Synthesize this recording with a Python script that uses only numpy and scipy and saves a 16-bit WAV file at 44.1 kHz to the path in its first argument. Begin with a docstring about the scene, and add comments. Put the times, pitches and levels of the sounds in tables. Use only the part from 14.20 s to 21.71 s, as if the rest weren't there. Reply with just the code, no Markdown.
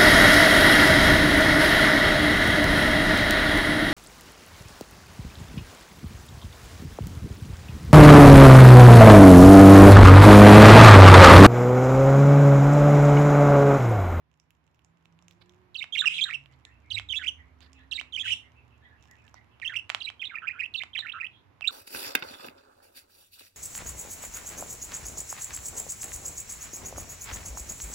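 """Beak ticks and nibbles open the scene: a budgerigar sits on a washstand in a small hard room, close to
the right microphone. A low hum, probably a vehicle outside, soon rises and later falls, over room noise.
From 1.5 s the bird warbles in bouts: repeated syllables of gliding, fluttering whistles, with dry clicks.
Harsh shaken whistles squawk at 1.9 s and 4 s, and faint wavering chirps murmur between 2.2 s and 5.4 s.
The last bout, from 5.4 s, runs to the end. Clicks and ticks are ringing resonances; rustles are noise."""
import sys
import numpy as np
from scipy import signal
from scipy.fft import rfft, irfft, next_fast_len
from scipy.io import wavfile
from scipy.ndimage import map_coordinates

SR = 44100
rng = np.random.default_rng(int(sys.argv[2]) if len(sys.argv) > 2 else 0)


def int16_out(signal):
    """Quantize to a 16-bit WAV file."""
    q = np.round(np.clip(np.atleast_2d(signal).T, -1, 1) * 32767)
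    wavfile.write(sys.argv[1], SR, q.astype(np.int16))


N = 331191
TIME = np.arange(N) / SR

# overtones of the whistle before throat and blowing: (multiple of the pitch, level/dB)
OVERTONES = [(2, -29), (3, -39.5), (4, -47.5)]
# colour of the hiss on rough notes: (f/Hz, level/dB per Hz)
RASP = [(700, -9), (1500, -11), (2800, 5.5), (4300, -7.5), (5800, -1), (9000, -8.5), (13000, -20.5)]


def song(treble_db, edge_s=0.0018, swell_db=5, flutter_hz=190, flutter_db=8, swing_hz=150, jitter_hz=50,
         wander_hz=80, rasp_db=-26, overtone_growth=0.43, full_db=-22, beak_hz=11500):
    """Each note is one glide of the syrinx; a slower second vibration shakes level and pitch of rough notes."""
    out, hiss = np.zeros(N), noise(RASP)
    jitter, unrest, wander = wobble(500), wobble(90), wobble(75)
    # the flutter's own speed strays around flutter_hz
    flutter = np.sin(phase_of(flutter_hz * np.exp(0.38 * unrest)))
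    for s, length, pitches, note_db, rise_db, rough in glides():
        t = np.arange(int((length + edge_s) * SR)) / SR
        u = t / t[-1]
        span = (int(s * SR) + np.arange(len(t))) % N
        rough = np.clip(rough, 0, 1)
        # a smooth curve through start, middle and end pitch
        glide = np.polyval(np.polyfit([0, .5, 1], pitches, 2), u)
        shake_hz = swing_hz * flutter[span] + jitter_hz * jitter[span] + wander_hz * wander[span]
        phase = phase_of(glide + rough * shake_hz)
        # air pressure swells towards the middle of the note
        swell = swell_db * (np.sin(np.pi * u) - 2 / np.pi)
        level_db = note_db + rise_db * np.clip(2 * u - 1, -.5, .5) + swell
        gate = np.sin(np.pi / 2 * np.clip(np.minimum(t, t[-1] - t) / edge_s, 0, 1)) ** 2
        throb = rms_one(from_db(flutter_db * rough * flutter[span]))
        # harder blowing brings out the overtones
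        blown_db = overtone_growth * (level_db - full_db)
        overtones = sum(from_db(db + blown_db) * throat(k * glide) * np.sin(round(k) * phase)
                        for k, db in OVERTONES)
        edge = np.sqrt(2) * throb * overtones + from_db(rasp_db) * rough * hiss[span]
        voice = np.sqrt(2) * throb * np.sin(phase) + from_db(treble_db[span]) * edge
        add(out, s - edge_s / 2, from_db(level_db) * gate * voice)
    return cut(out, beak_hz, "low", order=3)


# Syllable shapes, one row for each glide:
# (delay t/s, length t/s, start f/Hz, middle f/Hz, end f/Hz, level/dB, crescendo/dB, roughness 0-1)
# chirrup: a dip, a flick up, a high shelf and a deep scoop
CHIRRUP = [(0, .023, 4390, 2844, 3416, 0.5, 7.5, .6), (.024, .012, 3607, 4640, 4140, -11.5, -3, .2),
           (.035, .023, 4150, 3780, 3800, -2, 7.5, .45), (.057, .032, 3400, 2147, 3506, -3, 10.5, .6)]
# twitter: a dip, a fall, a rise and a rough shelf
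TWITTER = [(0, 0.0299, 3990, 3140, 3730, -5.5, 7, 0.295), (.029, 0.016, 3520, 3053, 3060, -2, 11.5, .45),
           (.048, .024, 2050, 2570, 2780, -4, 4, .6), (.071, 0.031, 3490, 3390, 3610, -1, -1.5, 0.57)]
# stair: two rough steps upwards and a double top note
STAIR = [(0, .017, 2777, 2390, 1850, 0, -2.5, 0.79), (.018, .021, 3237, 3030, 2750, -1.4, 7.5, 0.86),
         (.039, .011, 3854, 3830, 3850, -0.23, -3, 0.4), (.051, .014, 3500, 3600, 3700, -1, 6.5, 0.55)]
# climb: two dips and a short top note
CLIMB = [(0, .03, 2950, 2081, 2790, -1.5, -2, 0.82), (.031, 0.025, 3550, 2937, 3240, 4.5, 0.5, .35),
         (.059, .013, 3315, 3495, 3310, 4, -9.5, 0.57)]
# swoop: two rises that lead to a clear, loud peak
SWOOP = [(0, .024, 1820, 2100, 2616, -10, 9, 0.97), (.026, .025, 1838, 2301, 3076, -7.5, 13.5, 0.61),
         (.052, .02, 3200, 2850, 2720, 2, -2.5, .3)]
# loop: a run-up, an accent, a dip and a tail
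LOOP = [(-.012, 0.01, 2180, 2305, 2660, -11, 10.5, 0.94), (0, 0.014, 2520, 2627, 2580, 1.5, 2, 0.47),
        (.016, .019, 2050, 1965, 2350, -9.5, 1.5, 0.95), (.035, .016, 2376, 2720, 2800, -5.5, -7, .5)]
# growl: a low glide that sinks in two steps
GROWL = [(0, 0.019, 1842, 1619, 1623, 0, -2, 0.68), (.022, .015, 1501, 1400, 1285, 0, 0.78, 0.5)]
# hoot: one low, long scoop
HOOT = [(0.0019, .056, 1550, 1330, 1680, -1, -0.83, 0.61)]
# When each syllable is sung and how it is varied:
# (t/s, stretch in time, pitch factor, level/dB added to the shape, crescendo over the syllable/dB)
CHIRRUPS = [(1.545, 0.99, .99, -31.5, 4.5), (2.703, 0.97, 1.014, -28.5, 2), (3.712, 1.032, 0.99, -29.5, -1),
            (5.803, 1.01, 1.03, -32.5, 2.5), (6.539, 0.99, 0.96, -29.5, -3)]
TWITTERS = [(2.888, 0.98, 0.99, -25.5, 0), (3.924, 1, 0.96, -27.5, 2)]
STAIRS = [(1.75, 1, 0.98, -23, 9.5), (6.017, 0.95, .98, -31.5, -7), (6.751, 0.93, 1.01, -28.5, -2)]
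CLIMBS = [(1.98, 0.98, 1.09, -25.5, 0.074), (5.417, 1, .92, -33, 0.98)]
SWOOPS = [(2.092, 0.97, 0.95, -26.5, -8.5), (3.027, 0.98, 1.048, -24.5, -0.5), (4.066, 1.02, 1, -24.5, 6),
          (5.532, .6, .96, -26, 3), (6.859, 0.69, 0.94, -29.5, -14.5)]
LOOPS = [(6.153, 0.82, 0.92, -30, 0), (6.279, 0.89, 0.95, -27, -6.5), (6.399, 0.97, 0.96, -24.5, 3.5),
         (7.007, 1, 0.95, -27.5, 5.5)]
GROWLS = [(1.818, 0.86, 0.94, -34.5, -5.5), (2.055, 1.12, .96, -38.5, -1.5), (2.991, 0.97, 1.06, -39, 2.5),
          (4.031, 0.94, 1.07, -43, 11), (5.494, 1.12, 1.03, -39, -8.5), (6.11, 1.05, .95, -42, 5.5),
          (6.823, 1.05, 1.06, -40.5, 2.5), (7.489, 0.64, 0.83, -44, -6.5)]
HOOTS = [(6.217, 0.8, 1, -38.5, 1.5), (6.327, 1.22, 1.03, -46, 3.5), (6.934, 1, 0.96, -36.5, 1)]
# single chips between the syllables: (t/s, length t/s, start f/Hz, end f/Hz, level/dB, roughness 0-1)
CHIPS = [(1.724, 0.029, 3350, 3620, -28, 0.34), (1.843, .012, 1710, 1915, -33, .9),
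         (1.857, 0.012, 2930, 2995, -18, .2), (1.87, 0.015, 2624, 2740, -15, 0.64),
         (5.576, 0.0056, 2750, 2970, -30.5, .4), (5.587, .013, 2805, 2960, -31.5, 0.6),
         (6.096, 0.014, 2490, 2030, -40.5, .6), (6.732, .013, 3400, 3500, -41.5, 0.6),
         (5.995, .02, 3290, 3580, -40.5, 0.24), (6.456, 0.0096, 3050, 2980, -34.5, 0.88),
         (6.919, 0.0089, 2890, 4200, -35, .2), (7.065, 0.0065, 3100, 2950, -34.5, 0.75),
         (7.42, .012, 2870, 2750, -31.5, 0.23), (7.442, 0.015, 2310, 2900, -27.5, .43),
         (7.459, 0.013, 2810, 3000, -33.5, 0.5), (7.474, .012, 3750, 3880, -17.5, 0.7)]
CHIP_SAG = 0.063   # a chip sags in the middle by this share of its pitch


def glides():
    """Every glide of the song: syllables stretched, shifted in pitch and scaled; then the single chips."""
    syllables = [(CHIRRUP, CHIRRUPS), (TWITTER, TWITTERS), (STAIR, STAIRS), (CLIMB, CLIMBS),
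                 (SWOOP, SWOOPS), (LOOP, LOOPS), (GROWL, GROWLS), (HOOT, HOOTS)]
    for shape, rows in syllables:
        whole = shape[-1][0] + shape[-1][1]
        for s, stretch, pitch, db, crescendo_db in rows:
            for delay, length, *hz, glide_db, rise_db, rough in shape:
                # where the glide sits in the syllable, from -0.5 to 0.5
                place = (delay + length / 2) / whole - .5
                level_db = db + glide_db + crescendo_db * place
                glide_rise_db = rise_db + crescendo_db * length / whole
                yield s + stretch * delay, stretch * length, pitch * np.array(hz), level_db, glide_rise_db, rough
    for s, length, start_hz, end_hz, db, rough in CHIPS:
        middle_hz = (1 - CHIP_SAG) * (start_hz + end_hz) / 2
        yield s, length, [start_hz, middle_hz, end_hz], db, 0, rough


def throat(hz, centre_hz=2700, width_hz=750, lift_db=33, upper_hz=7800, upper_width_hz=700, upper_db=7):
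    """Two windpipe resonances lift the overtones as they glide through."""
    lower = lift_db / (1 + ((hz - centre_hz) / width_hz) ** 2)
    upper = upper_db / (1 + ((hz - upper_hz) / upper_width_hz) ** 2)
    return from_db(lower + upper)


# loud dry clicks besides the closing ones: (t/s, peak level/dB before click_db, brightness as centre f/Hz)
CLICKS = [(5.399, -38, 1500), (5.694, -23, 2630), (5.7, -11, 2440), (5.718, -32, 2680), (5.747, -10, 2560),
          (6.79, -24.5, 3790), (7.409, -28.5, 1370)]
# resonances of a click, before tilt and scatter: (f/Hz, width f/Hz, level/dB)
CLICK_MODES = [(770, 200, -12.5), (1280, 620, 1.5), (2450, 1300, 26.5), (3040, 490, 2.5), (5300, 230, -15),
               (6970, 280, -1), (12450, 1600, -19)]
# the clearest ticks of beak and claws: (t/s, peak level/dB before tick_db)
TICKS = [(0.1995, -50), (0.3063, -49), (0.5927, -55), (0.6473, -50.5), (0.8562, -46.5), (0.9901, -50),
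         (1.0244, -53.5), (1.0825, -41), (1.1104, -44.5), (1.295, -47), (2.2593, -42.5), (2.4516, -36),
         (3.4062, -44.5), (3.5317, -44), (4.8259, -50), (4.8555, -51.5), (4.9122, -45.5), (4.9552, -53),
         (5.0796, -45), (5.1427, -39)]
# resonances of a tick, before tilt and scatter: (f/Hz, width f/Hz, level/dB)
TICK_MODES = [(954, 640, -10), (2830, 550, 0.5), (3550, 540, -12), (5610, 730, -4), (6760, 720, -5),
              (11800, 5400, -1)]
# bouts of nibbling: (start t/s, end t/s, highest possible nibble level/dB)
NIBBLING = [(.1, 0.999, -50), (0.998, 1.46, -51), (2.199, 2.7, -48.5), (3.1, 3.699, -53), (4.3, 5.31, -52),
            (4.8, 5.151, -44)]
# every chirrup ends in a click: delay before stretching, level above the chirrup's before click_db, brightness
CLOSING_S, CLOSING_DB, CLOSING_HZ = .0969, 6.5, 1850


def beak(click_db=4, tick_db=6, neutral_hz=2350, nibble_range_db=14, count=28):
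    """Short blows ring small resonances: loud clicks, light ticks and bouts of tiny random nibbles."""
    out = np.zeros(N)
    closing = [(s + stretch * CLOSING_S, db + CLOSING_DB, CLOSING_HZ) for s, stretch, _, db, _ in CHIRRUPS]
    for s, db, centre_hz in closing + list(CLICKS):
        tilt = np.log(centre_hz / neutral_hz) * 2
        add(out, s + 0.00077, from_db(db + click_db) * snap(CLICK_MODES, tilt, scatter_db=5.5))
    for s, db in TICKS:
        add(out, s, from_db(db + tick_db) * snap(TICK_MODES, 0, scatter_db=8))
    for start, end, db in NIBBLING:
        for when, size, tilt in rng.random((count, 3)):
            nibble_db = db - nibble_range_db * (1 - size ** 2)
            nibble = snap(TICK_MODES, tilt - .5, scatter_db=3.0)
            add(out, start + when * (end - start), from_db(nibble_db) * nibble)
    return out


def snap(modes, tilt, scatter_db, rise_s=0.000088, lowest_hz=680):
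    """One short blow into damped resonances, each with a random strength and slight detuning; peak 1."""
    hz, width, db = np.transpose(modes)[:, :, None]
    t = np.arange(SR // 80) / SR
    chance = rng.standard_normal((2, len(modes), 1))
    # a positive tilt favours the high resonances
    gain = from_db(db + scatter_db * chance[0]) * (hz / hz[0]) ** tilt
    tone = np.sin(2 * np.pi * hz * (1 + 0.018 * chance[1]) * t)
    ring = np.sum(gain * np.exp(-np.pi * width * t) * tone, axis=0)
    # so small a body radiates no bass
    ring = cut(ring * (1 - np.exp(-t / rise_s)), lowest_hz, "high", order=4)
    return ring / np.abs(ring).max()


# feathers brush: (t/s, length t/s, level/dB before the flicker)
BRUSHES = [(1.1, 0.041, -72), (1.207, 0.024, -59.5), (2.327, 0.024, -67), (3.398, 0.083, -56.5),
           (5.135, 0.061, -68)]
# colour of the rustle: (f/Hz, level/dB per Hz)
FEATHERS = [(1000, 1), (4600, 7.5), (6000, -16.5), (14000, -25)]


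def feathers():
    """Short soft rustles of flickering noise as the head rubs along the hand."""
    swell = np.zeros(N)
    for s, length, db in BRUSHES:
        add(swell, s, from_db(db) * signal.windows.tukey(int(length * SR), .5))
    return swell * noise(FEATHERS) * from_db(4.8 * wobble(70))


# what the far, left microphone gets of the bird: (f/Hz, level/dB)
SHADE = [(800, -11.5), (1600, -10), (2700, -19.5), (4000, -19), (7000, -18.5), (13000, -15.5)]


def shaded(x):
    """The bird as the far microphone hears it: low notes bend round, high ones are screened."""
    size = next_fast_len(N)
    gain = from_db(at_hz(SHADE, np.fft.rfftfreq(size, 1 / SR)))
    return irfft(rfft(x, size) * gain, size)[:N]


# harsh squawks, probably of a second bird across the room:
# (t/s, length t/s, start f/Hz, end f/Hz, level/dB before the room)
SQUAWKS = [(1.876, 0.061, 2833, 2750, -29.5), (1.931, .05, 3300, 3420, -29), (4.03, 0.107, 2930, 3020, -28)]
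# colour of their hiss: (f/Hz, level/dB per Hz)
SQUAWK_HISS = [(800, -30), (1800, -14), (3000, 15), (3600, 9), (4400, -12), (5800, -10), (9500, -12.5),
               (12000, -28.5), (15000, -34.5)]


def squawks(jitter_hz=170, shake_db=4, hiss_db=-7, taper=0.3285):
    """A whistle shaken so hard that it breaks up into a band of noise, with hiss around it."""
    out, hiss, jitter = np.zeros(N), noise(SQUAWK_HISS), wobble(600)
    shake = rms_one(from_db(shake_db * wobble(250)))
    for s, length, start_hz, end_hz, db in SQUAWKS:
        span = int(s * SR) + np.arange(int(length * SR))
        glide = np.linspace(start_hz, end_hz, len(span))
        tone = np.sqrt(2) * np.sin(phase_of(glide + jitter_hz * jitter[span]))
        swell = from_db(db) * signal.windows.tukey(len(span), taper) * shake[span]
        add(out, s, swell * (tone + from_db(hiss_db) * hiss[span]))
    return out


# the clearest faint chirps: (t/s, f/Hz around which the pitch bends, level/dB before the room)
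FAR_CHIRPS = [(2.63, 2286, -57), (3.56, 3570, -59.5), (4.62, 3520, -60), (4.96, 2477, -56),
              (7.121, 3410, -52.5)]
# the murmur between them: time span, pitch range, middle level before the room
MURMUR_START_S, MURMUR_END_S = 2.25, 5.35
MURMUR_LOW_HZ, MURMUR_HIGH_HZ, MURMUR_DB = 1660, 2820, -58.5


def far_chirps(length_s=0.1, bend=0.11, blur=.05, scatter_db=5.0, count=26):
    """Faint wavering whistles that arrive only as room sound: a few clear ones and a running murmur."""
    out, arch = np.zeros(N), np.hanning(int(length_s * SR))
    waver = wobble(520)
    step = (MURMUR_END_S - MURMUR_START_S) / count
    murmur = []
    for k, (when, high, loud) in enumerate(rng.random((count, 3))):
        hz = MURMUR_LOW_HZ + high * (MURMUR_HIGH_HZ - MURMUR_LOW_HZ)
        murmur.append((MURMUR_START_S + step * (k + when), hz, MURMUR_DB + scatter_db * (2 * loud - 1)))
    for s, hz, db in list(FAR_CHIRPS) + murmur:
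        # the pitch arches up or down at random
        arching = bend * rng.choice([-1, 1]) * (2 * arch - 3 / 2)
        glide = 1 + arching + blur * waver[int(s * SR):][:len(arch)]
        add(out, s - length_s / 4, from_db(db) * arch * np.sin(phase_of(hz * glide)))
    return out


# colour of the room's ring: (f/Hz, level/dB)
WALLS = [(300, 3), (1500, 4.5), (3500, -2), (7000, 3.5), (15000, -1)]
ROOM_T60_S = 0.24   # time for the ring to fall by 60 dB


def room(x, build_s=0.0012):
    """Dense reflections from close hard walls, different at each microphone; unit energy."""
    t = np.arange(SR // 2) / SR
    decay = from_db(-60 * t / ROOM_T60_S) * (1 - np.exp(-(t / build_s) ** 2))
    tails = [noise(WALLS, size=len(t)) * decay for side in range(2)]
    return np.array([signal.fftconvolve(x, rms_one(tail) / np.sqrt(len(t)))[:N] for tail in tails])


# the engine outside: (t/s, pitch f/Hz, level/dB before the room modes)
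ENGINE = [(.6, 158.7, -82.5), (.95, 167.3, -74), (1.3, 177.2, -73.5), (1.7, 182.5, -83), (1.85, 169, -72),
          (2.2, 139, -62), (2.4, 124.9, -67.5), (2.55, 115.4, -69), (2.8, 102.3, -63.5), (3.1, 84.9, -68),
          (3.7, 80, -72), (4.4, 120.5, -68.5), (5.75, 102.7, -80), (6.2, 100.2, -95)]
# a deep drone under it, with a thin upper tone: (t/s, drone level/dB, upper tone f/Hz, upper tone level/dB)
DRONE = [(1.7, -78, 295, -95.5), (2.2, -69.5, 296.4, -95.5), (2.85, -57, 295.7, -71),
         (3.15, -58, 265.5, -70), (3.65, -60.5, 264.1, -67), (5.3, -68.5, 223.3, -86),
         (6.2, -76.5, 217, -102)]
DRONE_HZ = 70.4   # the pitch wavers around this


def hum(waver=.025, flicker_db=2.0, octave_db=-14):
    """A gliding engine note and a deep drone, both unsteady, heard through the walls."""
    pitch, level_db = in_time(ENGINE)
    drone_db, upper_hz, upper_db = in_time(DRONE)
    # each line: (pitch f/Hz, level/dB, share by which its pitch wavers)
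    lines = [(pitch, level_db + boom(pitch), waver),
             (2 * pitch, level_db + octave_db + boom(2 * pitch), waver / 2),
             (DRONE_HZ, drone_db, .07),
             (upper_hz, upper_db, waver / 2)]
    out = np.zeros(N)
    for hz, db, unsteady in lines:
        loudness = np.sqrt(2) * from_db(db + flicker_db * wobble(15))
        out += loudness * np.sin(phase_of(hz * (1 + unsteady * wobble(10))))
    return out


# room modes that boom when the hum passes through them: (f/Hz, width f/Hz, lift level/dB)
ROOM_MODES = [(102.9, 10, 14), (165.9, 17, 10), (354, 16, 24)]


def boom(hz):
    """Lift in dB that the room's modes give to a low tone."""
    return sum(db / (1 + (2 * (hz - mode_hz) / width_hz) ** 2) for mode_hz, width_hz, db in ROOM_MODES)


# colour of the room noise: (f/Hz, level/dB per Hz)
AIR = [(18, -53.5), (30, -30.5), (98, 1), (194, -13.5), (245, -10), (554, -18.5), (1040, -14.5),
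       (1190, -18), (2350, -23), (4190, -34.5), (7090, -43.5), (8300, -51.5), (12300, -42.5),
       (13300, -60.5), (16000, -78)]
# its loudness over time: (t/s, level/dB)
AIR_LEVEL = [(0, -72.5), (1.4, -64), (3, -63), (5.7, -61.5), (7.5, -62.5)]
# how alike it is left and right: (f/Hz, likeness 0-1)
LIKENESS = [(60, 0.6), (700, 0.1), (8000, 0)]


def air():
    """Room noise of slowly changing level, more alike at both microphones in the bass."""
    alike = np.clip(at_hz(LIKENESS, np.fft.rfftfreq(N, 1 / SR)), 0, 1)
    # mid is shared by both sides, side has opposite signs
    mid = rfft(noise(AIR)) * np.sqrt((1 + alike) / 2)
    side = rfft(noise(AIR)) * np.sqrt((1 - alike) / 2)
    return from_db(in_time(AIR_LEVEL)[0]) * irfft(np.array([mid + side, mid - side]), N)


def from_db(db):
    """Decibels to gain."""
    return 10 ** (np.asarray(db) / 20)


def rms_one(x):
    """Scale to an average strength (rms) of 1."""
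    return x / np.sqrt(np.mean(x ** 2) + 1e-20)


def in_time(rows):
    """The columns of a table, joined by straight lines, at every sample."""
    s, *columns = np.transpose(rows)
    return [np.interp(TIME, s, c) for c in columns]


def at_hz(points, hz):
    """Read a spectrum on a log-frequency axis."""
    f, value = np.transpose(points)
    return np.interp(np.log(hz + 1), np.log(f), value)


def noise(spectrum, size=N):
    """Noise of the given colour, rms 1."""
    size_fft = next_fast_len(size)
    gain = from_db(at_hz(spectrum, np.fft.rfftfreq(size_fft, 1 / SR)))
    white = rng.standard_normal(size_fft)
    return rms_one(irfft(rfft(white) * gain, size_fft)[:size])


def wobble(rate):
    """Smooth random motion with about rate turns a second, rms 1."""
    steps = TIME * rate * 2
    points = rng.standard_normal(int(steps[-1]) + 2)
    return rms_one(map_coordinates(points, [steps], order=2, mode="nearest"))


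def add(track, s, sound):
    """Mix a sound into a track at time s."""
    i = int(np.clip(s * SR, 0, N))
    track[i:i + len(sound)] += sound[:N - i]


def phase_of(hz):
    """Running phase of a pitch curve."""
    return 2 * np.pi * np.cumsum(hz) / SR


def delayed(x, s):
    """The same sound s seconds later."""
    return np.interp(TIME - s, TIME, x, left=0)


def cut(x, hz, kind, order):
    """Butterworth filter: "high" removes what lies below hz, "low" what lies above."""
    return signal.sosfilt(signal.butter(order, min(hz, SR / 2 - 1), kind, fs=SR, output="sos"), x)


# the head turns: (t/s, treble thrown at the microphone, level/dB)
HEAD = [(1.6, 1), (2.0, 1.5), (3.75, 4.5), (4.0, 6), (5.85, -0.5), (6.2, -10.5), (6.6, -4), (7.0, -8.5),
        (7.48, -3)]


def scene(wet_db=-12.5, room_left_db=-5.5, cabinet_db=-15, cabinet_s=0.0026, hum_left_db=-4, hum_right_db=2,
          air_left_db=-3, air_right_db=2):
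    """The right microphone faces the bird; the left one gets it shaded, with the room around it."""
    bird = song(in_time(HEAD)[0]) + beak() + feathers()
    # the cabinet behind the bird throws one quick echo
    echo = from_db(cabinet_db) * delayed(bird, cabinet_s)
    direct = np.array([shaded(bird), bird + echo])
    into_room = from_db(wet_db) * bird + squawks() + far_chirps()
    reflected = room(into_room) * from_db([[room_left_db], [0]])
    outside = hum() * from_db([[hum_left_db], [hum_right_db]])
    return direct + reflected + outside + air() * from_db([[air_left_db], [air_right_db]])


def record(dry, cutoff_hz=15900):
    """The top is cut steeply."""
    return signal.sosfilt(signal.ellip(10, .1, 70, cutoff_hz, fs=SR, output="sos"), dry)


dry = scene()
out = record(dry)
int16_out(out)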